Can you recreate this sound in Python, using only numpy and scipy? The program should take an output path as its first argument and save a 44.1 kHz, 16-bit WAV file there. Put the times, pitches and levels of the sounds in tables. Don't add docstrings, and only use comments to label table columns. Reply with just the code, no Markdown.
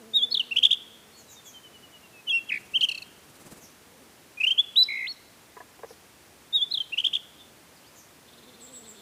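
import sys
import numpy as np
from scipy import signal
from scipy.fft import rfft, irfft
from scipy.io import wavfile
from scipy.ndimage import uniform_filter1d

SR = 44100
rng = np.random.default_rng(int(sys.argv[2]) if len(sys.argv) > 2 else 0)


def transcribe(u):
    v = np.clip(np.atleast_2d(u).T, -1, 1)
    q = np.round(v * 32767).astype(np.int16)
    wavfile.write(sys.argv[1], SR, q)


N = 397341
TIME = np.arange(N) / SR


def undb(db):
    return 10 ** (np.asarray(db) / 20)


def unit(x):
    return x / np.sqrt(np.mean(np.abs(x) ** 2))


def level_curve(rows):
    s, db = np.transpose(rows)
    return undb(np.interp(TIME, s, db))


def add(out, start_s, x):
    i = int(start_s * SR)
    out[i:i + len(x)] += x[:max(N - i, 0)]


def walk(rate_hz, n=N):
    k = max(int(SR / rate_hz), 1)
    steps = np.repeat(rng.standard_normal(n // k + 1), k)
    return unit(uniform_filter1d(steps, k)[:n])


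def band(x, hz, width_hz):
    return signal.lfilter(*signal.iirpeak(hz, hz / width_hz, fs=SR), x)


def spin(hz):
    return np.exp(2j * np.pi * np.cumsum(hz) / SR)


def effort(length_s, swell):
    u = np.linspace(0, 1, int(length_s * SR))
    progress = u ** swell
    onset = np.minimum(u * length_s / .0015, 1)
    return progress, onset * np.abs(np.sin(np.pi * progress))


def note(length_s, pitches_hz, swell=1):
    u = np.linspace(0, 1, int(length_s * SR))
    count = len(pitches_hz)
    glide = np.polyfit(np.linspace(0, 1, count), pitches_hz, count - 1)
    _, strength = effort(length_s, swell)
    return strength * spin(np.polyval(glide, u))


def rasp(length_s, pitches_hz, spread_hz):
    tone = note(length_s, pitches_hz)
    return tone * spin(spread_hz * walk(1500, len(tone)))


def scatter(x, t60_s, onset_s):
    t = np.arange(SR) / SR
    tail = rng.standard_normal(SR) * undb(-60 * t / t60_s) * (1 - np.exp(-t / onset_s))
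    return signal.fftconvolve(x, tail / np.linalg.norm(tail))[:N]


def air(level_db=-54.5, sway_db=0.5):
    # frequency in Hz, relative level per Hz in dB.
    spectrum = [(15, -67.5), (25, -32.5), (76, -5), (222, -6.5), (307, -3.5), (473, -7), (620, -8),
                (905, -9), (2590, -12.5), (4210, -15.5), (9720, -18), (15800, -22.5)]
    hz, db = np.transpose(spectrum)
    bins_hz = np.maximum(np.fft.rfftfreq(N, 1 / SR), 1)
    shape = undb(np.interp(np.log(bins_hz), np.log(hz), db))
    noise = unit(irfft(rfft(rng.standard_normal(N)) * shape, N))
    rumble = band(noise, hz=200, width_hz=690)
    return undb(level_db) * (noise + rumble * (undb(sway_db * walk(1.4)) - 1))


def insect(first_hz=226, last_hz=240, wobble=0.071, second_db=-1, third_db=-10):
    # time in seconds, wingbeat level in dB before its random unsteadiness.
    passing = [(.1, -56.5), (1.3, -65), (1.9, -72), (3.7, -73.5), (3.95, -56), (4.2, -72.5), (8.2, -79),
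               (8.35, -56.5)]
    wing = spin(np.linspace(first_hz, last_hz, N) * (1 + wobble * walk(45)))
    hum = (wing + undb(second_db) * wing ** 2 + undb(third_db) * wing ** 3).real
    return hum * level_curve(passing) * undb(2 * walk(8.8))


def opening_whistles(fade_s=0.0034, bend_s=0.0015):
    # time from the whistle's start in seconds, pitch in Hz, level in dB.
    contour = [(0, 3580, -35), (.018, 3775, -17.5), (.033, 3790, -13.5), (.048, 3540, -20),
               (.066, 3290, -28.5), (.08, 3250, -26.5), (.101, 3525, -14.5), (.119, 3500, -34)]
    # start in seconds, gain in dB.
    repeats = [(.136, 0), (6.528, -1.5)]
    s, hz, db = np.transpose(contour)
    t = np.arange(s[0] - fade_s, s[-1] + fade_s, 1 / SR)
    strength = np.interp(t, np.r_[t[0], s, t[-1]], np.r_[0, undb(db), 0])
    strength = uniform_filter1d(strength, int(bend_s * SR))
    pitch_hz = uniform_filter1d(np.interp(t, s, hz), int(bend_s * SR))
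    whistle = strength * spin(pitch_hz)
    out = np.zeros(N, complex)
    for start_s, gain_db in repeats:
        add(out, start_s + t[0], undb(gain_db) * whistle)
    return out


def arch(length_s, top_hz, bend_hz, swell, roundness=1.3):
    _, strength = effort(length_s, swell)
    return strength * spin(top_hz - bend_hz * (1 - strength ** roundness))


def scoop(length_s, start_hz, held_hz, end_hz, attack_s, release_s, rise_s=.0078, waver=.008):
    t = np.arange(0, length_s, 1 / SR)
    strength = np.clip(np.minimum(t / attack_s, (length_s - t) / release_s), 0, 1)
    hz = np.linspace(held_hz, end_hz, len(t)) + (start_hz - held_hz) * np.exp(-t / rise_s)
    return strength * spin(hz * (1 + waver * walk(90, len(t))))


def drop(length_s, start_hz, end_hz, swell):
    progress, strength = effort(length_s, swell)
    return strength * spin(start_hz + (end_hz - start_hz) * progress)


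def stutters(chip_s=.0125, gap_s=.0145, pause_s=.001, second_s=0.016, second_db=-6, last_ratio=.96):
    # start of the middle chip in seconds, length of the first in seconds, reference pitch in Hz,
    # then the levels of the first, middle and last chip in dB.
    triplets = [(.58, .022, 3135, -14.5, -13, -36), (.647, .022, 3395, -11, -5.5, -16.5),
                (.724, .019, 3413, -13, -11.5, -23.5), (6.996, 0.024, 3090, -18, -19, -38),
                (7.061, .024, 3320, -16.5, -13.5, -30.5), (7.148, 0.02, 3375, -20.5, -15.5, -23)]
    out = np.zeros(N, complex)
    for s, first_s, hz, first_db, middle_db, last_db in triplets:
        flick_hz = hz * np.array([.76, .99, 1.03])
        first = note(first_s, hz * np.array([.68, .94, .93]), swell=1.6)
        second_voice = note(second_s, hz * np.array([.98, 1.06, 1.1]), swell=1.3)
        add(out, s - pause_s - first_s, undb(first_db) * first)
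        add(out, s - pause_s - second_s, undb(first_db + second_db) * second_voice)
        add(out, s, undb(middle_db) * note(chip_s, flick_hz, swell=1.53))
        add(out, s + gap_s, undb(last_db) * note(chip_s, last_ratio * flick_hz, swell=0.9))
    return out


def tumble(start_s=2.514, first_s=.0215, shrink=.85, top_hz=2590, sink_hz=90, foot_hz=1640, db=-20.0,
           fade_db=2.7, octave_db=-52, reflection_lag_s=0.004, reflection_db=-10, count=4):
    hz, strength = [], []
    for k in range(count):
        progress, _ = effort(first_s * shrink ** k, swell=0.93)
        swing = np.sin(np.pi * progress) ** 2
        hz.append(foot_hz + (top_hz - k * sink_hz - foot_hz) * swing)
        strength.append(undb(db - k * fade_db) * swing)
    tone = spin(np.concatenate(hz))
    swings = np.concatenate(strength) * tone
    octave = signal.windows.tukey(len(tone), .1) * tone ** 2
    out = np.zeros(N, complex)
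    add(out, start_s, swings + undb(octave_db) * octave)
    add(out, start_s + reflection_lag_s, undb(reflection_db) * swings)
    return out


def ticks(foot_hz=2520, upper_hz=(4450, 4330, 3650), upper_s=.013, upper_lag_s=0.00097, upper_db=-24,
          upper_fade=0.34):
    # start in seconds, length in seconds, start pitch in Hz,
    # level of the falling voice in dB.
    falls = [(2.808, .022, 3815, -18.5), (2.886, .02, 3340, -20.5), (2.913, 0.018, 3090, -25),
             (2.945, 0.02, 2930, -30.5), (2.975, 0.018, 2870, -32), (3.019, 0.014, 2850, -34.5)]
    out = np.zeros(N, complex)
    for s, length_s, start_hz, db in falls:
        add(out, s, undb(db) * drop(length_s, start_hz, foot_hz, swell=0.45))
        add(out, s + upper_lag_s, undb(upper_db + upper_fade * db) * note(upper_s, upper_hz))
    return out


def warble(length_s=0.188, rate_hz=57.3, first_hz=2150, last_hz=2040, swing_hz=100, db=-30, throb=0.4,
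           second_hz=230, second_db=-10):
    t = np.arange(0, length_s, 1 / SR)
    swing = -np.cos(2 * np.pi * rate_hz * t)
    tone = spin(np.linspace(first_hz, last_hz, len(t)) + swing_hz * swing)
    pair = tone * (1 + undb(second_db) * spin(second_hz * (1 + .5 * walk(100, len(t)))))
    return undb(db) * signal.windows.tukey(len(t), .08) * (1 + throb * swing) * pair


def syllables():
    # start in seconds, length in seconds, top pitch in Hz,
    # bend in Hz, level in dB, swell (under 1 peaks early, over 1 late).
    arches = [(.304, .016, 5200, 120, -39, 1.1), (6.704, .012, 5200, 120, -44, 1.1),
              (.509, 0.028, 2780, 248, -22, 1.03), (2.31, .088, 2747, 86, -17.5, 1.04),
              (2.733, 0.049, 3190, 560, -15.5, 1.58), (2.818, .039, 3206, 604, -14, 1.25),
              (4.37, 0.028, 2460, 40, -34.5, 1.1), (4.399, 0.027, 2625, 260, -20, 1.02),
              (4.427, .029, 2850, 527, -15, 1.4), (4.83, 0.013, 5340, 1300, -24, 0.94),
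              (5.117, .017, 5550, 99.3, -44, .9), (6.918, 0.032, 2793, 297, -24, 1.5)]
    # start in seconds, length in seconds, start, held and
    # end pitch in Hz, level in dB, attack in seconds, release in seconds.
    scoops = [(0.31, 0.022, 3800, 4360, 4550, -17, 0.021, .005),
              (4.463, 0.039, 2350, 3170, 3186, -15.5, .007, .025),
              (4.501, 0.035, 2390, 3185, 3270, -15.5, 0.0094, .021),
              (4.575, 0.04, 2660, 3366, 3550, -10.5, .023, .017),
              (4.756, .078, 2500, 4047, 3940, -12.5, 0.02, 0.0036),
              (5.066, 0.057, 1940, 4450, 4340, -31, 0.0027, .004),
              (6.708, 0.02, 3600, 4150, 4240, -20.5, 0.016, 0.0045)]
    # start in seconds, length in seconds, start and end pitch in Hz,
    # level in dB, swell (under 1 peaks early, over 1 late).
    drops = [(.342, 0.019, 4850, 2940, -16, 0.51), (.367, 0.015, 3900, 3180, -17.5, 1.14),
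             (0.395, 0.026, 3520, 2660, -17, .4), (2.264, .036, 3110, 2730, -24.5, 1.85),
             (2.293, 0.036, 3460, 3120, -20, 0.75), (2.482, 0.031, 3400, 1770, -26, 1.8),
             (4.455, 0.011, 2750, 2310, -33, 0.94), (4.491, .015, 3050, 2454, -29.5, 1.0),
             (6.737, 0.0266, 4640, 3134, -20, 0.55), (6.772, 0.016, 3850, 2990, -20.5, 0.65),
             (6.802, 0.023, 3350, 3030, -20.5, .45)]
    voice = opening_whistles() + stutters() + tumble() + ticks()
    for s, length_s, top_hz, bend_hz, db, swell in arches:
        add(voice, s, undb(db) * arch(length_s, top_hz, bend_hz, swell))
    for s, length_s, start_hz, held_hz, end_hz, db, attack_s, release_s in scoops:
        add(voice, s, undb(db) * scoop(length_s, start_hz, held_hz, end_hz, attack_s, release_s))
    for s, length_s, start_hz, end_hz, db, swell in drops:
        add(voice, s, undb(db) * drop(length_s, start_hz, end_hz, swell))
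    add(voice, 4.881, warble())
    return voice


def robin(third_db=0, fourth_db=-8, tremble_rad=0.098, beak_hz=5900, upper_beak_hz=11900):
    # time in seconds, overtone level in dB before the beak.
    closure = [(.17, -32.5), (.62, -31), (2.35, -30), (2.55, -40), (2.76, -35.5), (2.9, -20.5), (4.45, -33),
               (4.6, -36), (4.8, -33), (4.95, -36), (6.55, -35), (7.05, -33)]
    # start in seconds, end in seconds, turbulence gain in dB.
    harsh_spans = [(0.555, 0.74, -40), (2.808, 3.03, -39), (4.394, 4.526, -43.5), (6.971, 7.174, -42)]
    voice = syllables()
    harsh = sum(undb(db) * ((TIME > start_s) & (TIME < end_s)) for start_s, end_s, db in harsh_spans)
    strength = np.abs(voice)
    phase = np.angle(voice) + tremble_rad * (harsh > 0) * walk(900)
    turbulence = band(rng.standard_normal(N), hz=5806, width_hz=6000)
    turbulence = unit(band(turbulence, hz=5000, width_hz=5600))
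    overtones = np.cos(2 * phase) + undb(third_db) * np.cos(3 * phase) + undb(fourth_db) * np.cos(4 * phase)
    overtones = strength * level_curve(closure) * overtones
    beak = band(overtones, beak_hz, width_hz=1800) - band(overtones, upper_beak_hz, width_hz=1300)
    return strength * np.cos(phase) + np.sqrt(strength) * harsh * turbulence + beak


def far_whistler(opening_s=1.115, opening_hz=4400, opening_db=-53, fall=0.032):
    # start in seconds, length in seconds, level in dB.
    run = [(1.27, .055, -54), (1.354, 0.058, -48.5), (1.447, .058, -48.5), (1.532, .065, -44),
           (1.627, .06, -46.5), (1.727, .06, -49), (1.822, 0.046, -48.5), (1.919, .065, -48.5),
           (2.022, .055, -52.5), (2.124, 0.1, -49)]
    # time in seconds, pitch in Hz.
    run_pitch = [(1.27, 3905), (1.54, 3090), (1.73, 2950), (1.93, 2920), (2.13, 2580)]
    out = np.zeros(N)
    opening = arch(length_s=0.12, top_hz=opening_hz, bend_hz=180, swell=0.96).real
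    add(out, opening_s, undb(opening_db) * opening)
    for s, length_s, db in run:
        hz = np.interp(s, *np.transpose(run_pitch))
        add(out, s, undb(db) * note(length_s, (hz * (1 + fall), hz * (1 - fall))).real)
    return out


def far_callers(lisp_s=.085, lisp_spread=0.28, octave_db=-4, foot_hz=2950, crest_hz=3650,
                rattle_db=-54.5, upper_ratio=1.16, upper_db=-5):
    # start in seconds, start and end pitch in Hz, level in dB.
    lisps = [(1.155, 7580, 6150, -53), (1.28, 7600, 5890, -48.5), (1.438, 7430, 6020, -47.5),
             (3.6, 7000, 5300, -50.5), (5.863, 6300, 4500, -55.5), (7.946, 7220, 5780, -51.5),
             (8.599, 8080, 7400, -45), (8.719, 8080, 7470, -41.5), (8.853, 8070, 7320, -45)]
    # start in seconds, length in seconds, start and end pitch in Hz, level in dB.
    chirps = [(7.375, 0.067, 3620, 3450, -51), (7.755, .035, 5200, 4200, -56.5),
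              (7.823, .05, 2510, 3700, -59), (7.86, .035, 4200, 5400, -55)]
    out = np.zeros(N)
    lowpass = signal.butter(4, 13000, fs=SR, output="sos")
    for s, start_hz, end_hz, db in lisps:
        tone = rasp(lisp_s, (start_hz, end_hz), lisp_spread * (start_hz - end_hz))
        octave = signal.sosfilt(lowpass, (tone ** 2).real)
        add(out, s, undb(db) * (tone.real + undb(octave_db) * octave))
    for s, length_s, start_hz, end_hz, db in chirps:
        add(out, s, undb(db) * rasp(length_s, (start_hz, end_hz), spread_hz=140).real)
    beats_s = 8.225 + np.cumsum(.046 + .0014 * 1.47 ** np.arange(12))
    hump_hz = np.array([foot_hz, crest_hz, foot_hz])
    for s, gap_s in zip(beats_s, np.diff(beats_s)):
        low = rasp(0.66 * gap_s, hump_hz, spread_hz=200).real
        high = rasp(0.66 * gap_s, hump_hz * upper_ratio, spread_hz=200).real
        add(out, s, undb(rattle_db) * (low + undb(upper_db) * high))
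    return out


def flutter(rate_hz=18.0, depth_db=6, rustle_db=-5):
    # time in seconds, puff level in dB.
    swells = [(2.1, -75), (2.55, -57), (3.2, -62.5), (3.53, -49.5), (3.75, -68)]
    beat = spin(rate_hz * (1 + .05 * walk(6))).real
    puffs = unit(band(rng.standard_normal(N), hz=200, width_hz=230))
    rustle = unit(band(rng.standard_normal(N), hz=8000, width_hz=5000))
    return (puffs + undb(rustle_db) * rustle) * unit(undb(depth_db * beat)) * level_curve(swells)


def knocks(contact_s=0.0083):
    # start in seconds, peak level in dB, centre of the blow's spectrum in Hz.
    blows = [(5.567, -33.5, 1090), (5.603, -32.5, 1070), (5.79, -41.5, 500), (5.832, -28.5, 670),
             (5.842, -31.5, 660), (5.906, -37, 550)]
    # frequency in Hz, width in Hz, relative gain in dB.
    modes = [(477, 140, 6.5), (680, 170, 0.5), (990, 58, 3.5), (1680, 160, 3.5)]
    out, t = np.zeros(N), np.arange(SR // 10) / SR
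    soft = signal.butter(4, 2200, fs=SR, output="sos")
    for s, db, centre_hz in blows:
        blow = signal.sosfilt(soft, rng.standard_normal(len(t)) * np.exp(-t / contact_s))
        ring = sum(undb(mode_db) * band(blow, hz, width_hz) for hz, width_hz, mode_db in modes)
        ring = band(ring, centre_hz, width_hz=570)
        add(out, s, undb(db) * ring / np.abs(ring).max())
    return out


def scene(bush_lag_s=0.089):
    song = robin()
    near_echo = undb(-18.5) * scatter(song, t60_s=.2, onset_s=0.0021)
    far_echo = undb(-26) * scatter(song, t60_s=0.98, onset_s=.04)
    out = song + near_echo + far_echo
    add(out, bush_lag_s, undb(-31) * scatter(song, t60_s=0.047, onset_s=.002))
    whistler, callers = far_whistler(), far_callers()
    whistler_echo = undb(-13) * scatter(whistler, t60_s=.4, onset_s=.004)
    callers_echo = undb(-5) * scatter(callers, t60_s=0.49, onset_s=0.004)
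    others = whistler + whistler_echo + callers + callers_echo
    return (out + others + knocks() + insect() + flutter() + air())[None]


def record(dry, top_hz=15500):
    return signal.sosfilt(signal.ellip(12, .1, 80, top_hz, fs=SR, output="sos"), dry)


dry = scene()
out = record(dry)
transcribe(out)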